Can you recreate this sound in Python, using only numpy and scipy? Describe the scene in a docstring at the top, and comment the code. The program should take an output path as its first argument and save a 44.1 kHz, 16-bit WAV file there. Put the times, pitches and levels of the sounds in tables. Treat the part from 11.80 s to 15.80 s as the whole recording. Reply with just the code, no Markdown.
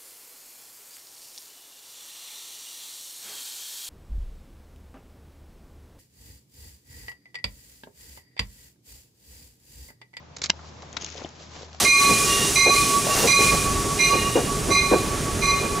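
"""A passenger train rolls slowly along a roofed platform, air hissing and its bell already ringing.
The bell is struck every 0.7 s, hardest near the start; a limiter ducks the hiss under loud strokes.
From the first second on, wheels knock over rail joints and their rims (flanges) rub and sing.
About halfway the hiss fades and the rumble grows. The strokes weaken toward the end as the bell moves
away; motion shifts each echo's pitch differently (Doppler), so the bell's tones pulse against each other."""
import sys
import numpy as np
from scipy import signal
from scipy.io import wavfile
from scipy.ndimage import uniform_filter1d

SR = 44100
rng = np.random.default_rng(int(sys.argv[2]) if len(sys.argv) > 2 else 0)


def wrap_up_sound(samples):
    """Save the sound to the file named by the first command line argument, as 16-bit audio."""
    columns = np.atleast_2d(samples).T
    # keep every value between -1 and 1, then stretch to whole-number steps
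    tamed = np.clip(columns, -1, 1)
    steps = np.round(tamed * 32767).astype(np.int16)
    wavfile.write(sys.argv[1], SR, steps)


N = 176400
TIME = np.arange(N) / SR
BLOCK = 40  # samples per step of a slow wander


def from_db(db):
    """Turn decibels into a gain to multiply by."""
    return 10 ** (np.asarray(db) / 20)


def rms_one(x):
    """Scale a signal so its average strength (rms) is 1."""
    return x / np.sqrt(np.mean(x ** 2) + 1e-20)


def level(rows):
    """Join (t/s, level/dB) points into a gain over time."""
    return from_db(np.interp(TIME, *np.transpose(rows)))


def at_hz(points, hz):
    """Read between (f/Hz, value) points, with octaves evenly spaced."""
    f, value = np.transpose(points)
    return np.interp(np.log(hz), np.log(f), value)


def pan(left_db):
    """Left and right gains that make the left louder by left_db."""
    return from_db(np.array([[.5], [-.5]]) * left_db)


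def drift(rate_hz):
    """A smooth random wander of typical size 1, one value per block."""
    r = np.exp(-2 * np.pi * BLOCK * rate_hz / SR)
    wander = signal.lfilter([1], [1, -2 * r, r * r], rng.standard_normal(N // BLOCK + 2001))
    return rms_one(wander[2000:])


def resonate(x, hz, width_hz):
    """Make a signal ring around one pitch; white noise keeps its power."""
    r = np.exp(-np.pi * width_hz / SR)
    feedback = [1, -2 * r * np.cos(2 * np.pi * hz / SR), r * r]
    return signal.lfilter(np.sqrt((1 - r * r) / 2) * np.array([1, 0, -1]), feedback, x)


# how alike left and right sound: f/Hz, likeness (1 = the same)
STEREO_LIKENESS = [(40, .98), (200, .96), (500, .8), (1200, .76), (3000, .88), (6000, .94), (10000, .85),
                   (14000, .62)]
# how the sound leans to one side: f/Hz, left minus right/dB
STEREO_BALANCE = [(40, -3.4), (90, -3.2), (300, -.2), (700, -.8), (2000, -2), (6000, -.8), (14000, -1.3)]
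def spread(pair, hz):
    """Blend two unrelated noises into left and right, as alike as suits that pitch."""
    alike = np.clip(at_hz(STEREO_LIKENESS, hz), 0, .999)
    mid, side = np.sqrt((1 + alike) / 2), np.sqrt((1 - alike) / 2)
    return (pan(at_hz(STEREO_BALANCE, hz)) * [[mid, side], [mid, -side]]) @ pair


def banded_noise(spectrum, flicker_db, flicker_hz):
    """Stereo noise of strength 1, built from half-octave bands that each flicker a little."""
    out, together = 0, drift(flicker_hz / 2)
    edges = 20.3 * 2 ** np.arange(0, 10.1, .5)
    white = rng.standard_normal((2, 2, N))
    for k, (low, high) in enumerate(zip(edges, edges[1:])):
        hz, flicker = np.sqrt(low * high), drift(flicker_hz)
        if spectrum[0][0] < high and low < spectrum[-1][0]:
            band_pass = signal.butter(2, [low, high], "band", fs=SR, output="sos")
            band = signal.sosfilt(band_pass, white[k % 2])
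            gain = from_db(at_hz(spectrum, hz) + flicker_db * (together + flicker) / 2)
            out = out + np.repeat(gain, BLOCK)[:N] * spread(band, hz)
    return rms_one(out)


# steady hums of the cars: f/Hz, width/Hz, level/dB
CAR_DRONES = [(50, 8, -44), (399, 30, -37), (701, 40, -48)]
def car_drones():
    """Steady friction keeps the cars humming at a few pitches."""
    out = 0
    for hz, width_hz, db in CAR_DRONES:
        hum = resonate(rng.standard_normal((2, N)), hz, width_hz)
        hum = resonate(hum, hz, 4 * width_hz)  # trims the noise far from the pitch
        out = out + from_db(db) * spread(rms_one(hum), hz)
    return out


# loudness of the rumble: t/s, level/dB
RUMBLE_LEVEL = [(0, -38), (1, -38), (1.5, -36), (1.75, -30.5), (2.3, -34), (2.8, -33), (3.2, -31), (4, -33)]
# tone color of the rumble: f/Hz, relative level/dB
RUMBLE_SPECTRUM = [(22, -7), (35, -5), (50, -2), (70, -5), (110, -2), (170, -9), (300, -26)]
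def rumble():
    """The wheels and frames under the cars rumble deeply, louder from about halfway."""
    return level(RUMBLE_LEVEL) * banded_noise(RUMBLE_SPECTRUM, flicker_db=1.2, flicker_hz=6)


# loudness of the rolling: t/s, level/dB
ROLL_LEVEL = [(0, -29), (.6, -30), (1.1, -31.5), (1.4, -29.5), (1.7, -27), (2, -30), (2.7, -31),
              (3.3, -29.5), (4, -29.5)]
# tone color of the rolling: f/Hz, relative level/dB
ROLL_SPECTRUM = [(100, -3), (160, .5), (250, -.5), (400, -2), (560, -7), (800, -10.5), (1200, -12.5),
                 (2000, -15.5), (4000, -22), (6000, -29)]
def rolling():
    """Rolling wheels make a low, fairly even rush."""
    return level(ROLL_LEVEL) * banded_noise(ROLL_SPECTRUM, flicker_db=1.8, flicker_hz=14)


# loudness of the hiss: t/s, level/dB
HISS_LEVEL = [(0, -22), (.3, -21.5), (.7, -24), (1.05, -23.5), (1.28, -27), (1.48, -24.5), (1.65, -22),
              (1.95, -29.5), (2.3, -29.5), (2.7, -32.5), (3.1, -32), (4, -33.5)]
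# tone color of the hiss: f/Hz, relative level/dB
HISS_SPECTRUM = [(1000, -14), (2000, -6.5), (3200, -5), (4800, -4), (6500, 0), (8500, -.4), (10500, -8),
                 (13000, -16), (16000, -29)]
def air_hiss():
    """Air hisses brightly, then fades."""
    return level(HISS_LEVEL) * banded_noise(HISS_SPECTRUM, flicker_db=.8, flicker_hz=8)


# rubs of a wheel's rim on the rail: t/s, length/s, f/Hz, tone level/dB, scrape level/dB
FLANGE_RUBS = [(-.07, .13, 2790, -38, -22), (.43, .31, 2810, -25.5, -37), (1.24, .28, 2775, -31, -27),
               (2.15, .58, 2834, -33.5, -40)]
# tones a wheel sings: multiple of the rub's pitch, waver/Hz, relative level/dB
WHEEL_TONES = [(.669, 20, -9), (1, 20, 0), (1.208, 30, -16), (1.335, 24, -10), (2.066, 30, -8)]
# tone color of the scrape: f/Hz, relative level/dB
SCRAPE_SPECTRUM = [(400, -4), (700, 1), (1500, -5), (3000, -8), (5500, -4), (8000, -11), (12000, -10),
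                   (16000, -24)]
def flange_squeals(slip_hz=45, slip_db=4):
    """Each rub swells and fades: the rim sticks and slips, so the wheel's tones waver over a scrape."""
    out = np.zeros((2, N))
    scrape = banded_noise(SCRAPE_SPECTRUM, flicker_db=2.5, flicker_hz=25)
    for start_s, length_s, pitch_hz, tone_db, scrape_db in FLANGE_RUBS:
        on = slice(max(int(start_s * SR), 0), int((start_s + length_s) * SR))
        swell = np.abs(np.sin(np.pi * (TIME[on] - start_s) / length_s))
        out[:, on] += np.sqrt(swell) * from_db(scrape_db) * scrape[:, on]
        for ratio, waver_hz, db in WHEEL_TONES:
            hz = pitch_hz * ratio + waver_hz * np.repeat(drift(slip_hz), BLOCK)[on]
            strength = from_db(tone_db + db + slip_db * np.repeat(drift(slip_hz), BLOCK)[on])
            out[:, on] += pan(left_db=-2) * swell * strength * np.sin(2 * np.pi * np.cumsum(hz) / SR)
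    return out


# wheels hitting rail joints: t/s, level/dB, main ring f/Hz
JOINT_KNOCKS = [(.29, -23, 245), (.859, -15.5, 440), (1.265, -28, 600), (1.425, -21.5, 470),
                (1.59, -23, 385), (1.72, -25, 170), (2.04, -30, 330), (2.33, -24, 380), (2.555, -17.5, 460),
                (2.885, -24, 340), (3.114, -15, 390), (3.83, -28, 280)]
# where the wheels and their frame (the truck) ring: f/Hz, width/Hz, relative level/dB
TRUCK_RINGS = [(190, 90, -15), (360, 110, -6), (480, 100, -12), (700, 80, -13), (980, 250, -23),
               (1480, 260, -14), (2400, 900, -22)]
def wheel_knocks(hold_s=.032, fade_s=.09, tail_db=-16, tail_fade_s=.45, dull_hz=1100):
    """A wheel drops over a joint: a brief dull clatter rings the truck, then dies away under the roof."""
    out = np.zeros((2, N + SR))
    age = np.arange(SR // 2) / SR
    hit = from_db(-60 * np.maximum(age - hold_s, 0) / fade_s)
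    force = hit + from_db(tail_db - 60 * age / tail_fade_s)
    dull = signal.butter(2, dull_hz, fs=SR, output="sos")
    for start_s, db, main_hz in JOINT_KNOCKS:
        clatter = signal.sosfilt(dull, spread(rng.standard_normal((2, len(age))), main_hz) * force)
        ring = resonate(clatter, main_hz, width_hz=90)
        ring += sum(from_db(ring_db) * resonate(clatter, hz, width) for hz, width, ring_db in TRUCK_RINGS)
        start = int(start_s * SR)
        out[:, start:start + len(age)] += from_db(db) * rms_one(ring) * np.sqrt(np.mean(force ** 2))
    return out[:, :N]


# the clapper hitting the bell: t/s, level/dB, extra treble level/dB
BELL_STROKES = [(-.665, -14, 3), (.049, -10.5, 3.2), (.752, -8, -1.5), (1.460, -12, .8),
                (2.168, -14.3, -2.2), (2.876, -15.5, -1), (3.583, -17, -3.3)]
# the bell's tones at rest (the lowest two pulse together): f/Hz, relative level/dB, time to fade 60 dB/s
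BELL_TONES = [(1136, -6, 2.7), (1141, -13, 2.7), (2136, -1.2, .5), (2448, .8, .82), (3928, -14, .6),
              (4082, -1.5, .66), (4885, -14, .5), (6036, -.7, .38), (6467, -17, .5), (8218, -10, .48),
              (10630, -27, .4)]
def bell_metal(t, attack_s=.004, treble_from_hz=1600):
    """Every stroke of the clapper feeds energy to all the bell's tones; each fades at its own pace."""
    stroke_s, stroke_db, treble_db = np.transpose(BELL_STROKES)
    out = 0
    for hz, db, fade_s in BELL_TONES:
        strength = from_db(db + stroke_db + treble_db * (hz > treble_from_hz))
        energy = np.zeros(len(t))
        energy[np.searchsorted(t, stroke_s)] = strength ** 2
        energy = np.abs(uniform_filter1d(energy, int(attack_s * SR) + 1))
        kept_per_sample = from_db(-120 / (fade_s * SR))
        power = signal.lfilter([1], [1, -kept_per_sample], energy)
        out = out + np.sqrt(power) * np.sin(2 * np.pi * (hz * t + rng.random()))
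    return out


def moving_bell(speed_m_s=4.3, ahead_m=2.0, aside_m=4.0, direct_db=-10, echoes=20):
    """The bell moves away, heard directly and off cars, roof and pillars, each path at a shifted pitch."""
    t = np.arange(-SR, N + SR // 2) / SR
    metal = bell_metal(t)
    distance_m = np.hypot(ahead_m + speed_m_s * TIME, aside_m)
    delay_s = (distance_m - distance_m[0]) / 343  # sound covers 343 m/s; a growing delay lowers pitch
    out = from_db(direct_db) * np.interp(TIME - delay_s, t, metal) * np.ones((2, 1))
    # near echoes, then quieter and later far ones
    for db, first_s, spread_s, far in [(-1.5, .005, .07, False), (-11, .03, .15, True)]:
        turns, sides = rng.permutation(echoes) / echoes, rng.standard_normal(echoes)
        for k, (turn, side) in enumerate(zip(turns, sides)):
            late_s = first_s + spread_s * ((k + rng.random()) / echoes) ** 1.3
            slant = 2 * turn if far else 1.7 * (turn / 4 + turn ** 5)  # above 1, the path shortens
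            sent_s = TIME - delay_s - late_s - slant * (delay_s.mean() - delay_s)
            out += from_db(db) / np.sqrt(echoes) * pan(left_db=6 * side) * np.interp(sent_s, t, metal)
    return out * pan(left_db=-3.8)


def scene():
    """Everything heard from the platform."""
    return moving_bell() + wheel_knocks() + flange_squeals() + air_hiss() + rolling() + rumble() + car_drones()


def record(dry):
    """A fast limiter, deaf to the bass, turns down the loudest moments; the highest treble is cut."""
    limit_db, slope, window_s, release_db_per_s = -16.5, .85, .008, 140
    bass_hz, top_hz = 700, 15650
    sensed = signal.sosfilt(signal.butter(2, bass_hz, "high", fs=SR, output="sos"), dry)
    power = uniform_filter1d(np.mean(sensed ** 2, axis=0), int(window_s * SR) + 1)
    over_db = slope * np.maximum(10 * np.log10(np.abs(power) + 1e-12) - limit_db, 0)
    release_db = release_db_per_s * TIME
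    duck_db = np.maximum.accumulate(over_db + release_db) - release_db  # drops at once, recovers steadily
    top_cut = signal.ellip(16, .2, 90, top_hz, fs=SR, output="sos")
    return signal.sosfilt(top_cut, dry * from_db(-duck_db))


dry = scene()
out = record(dry)
wrap_up_sound(out)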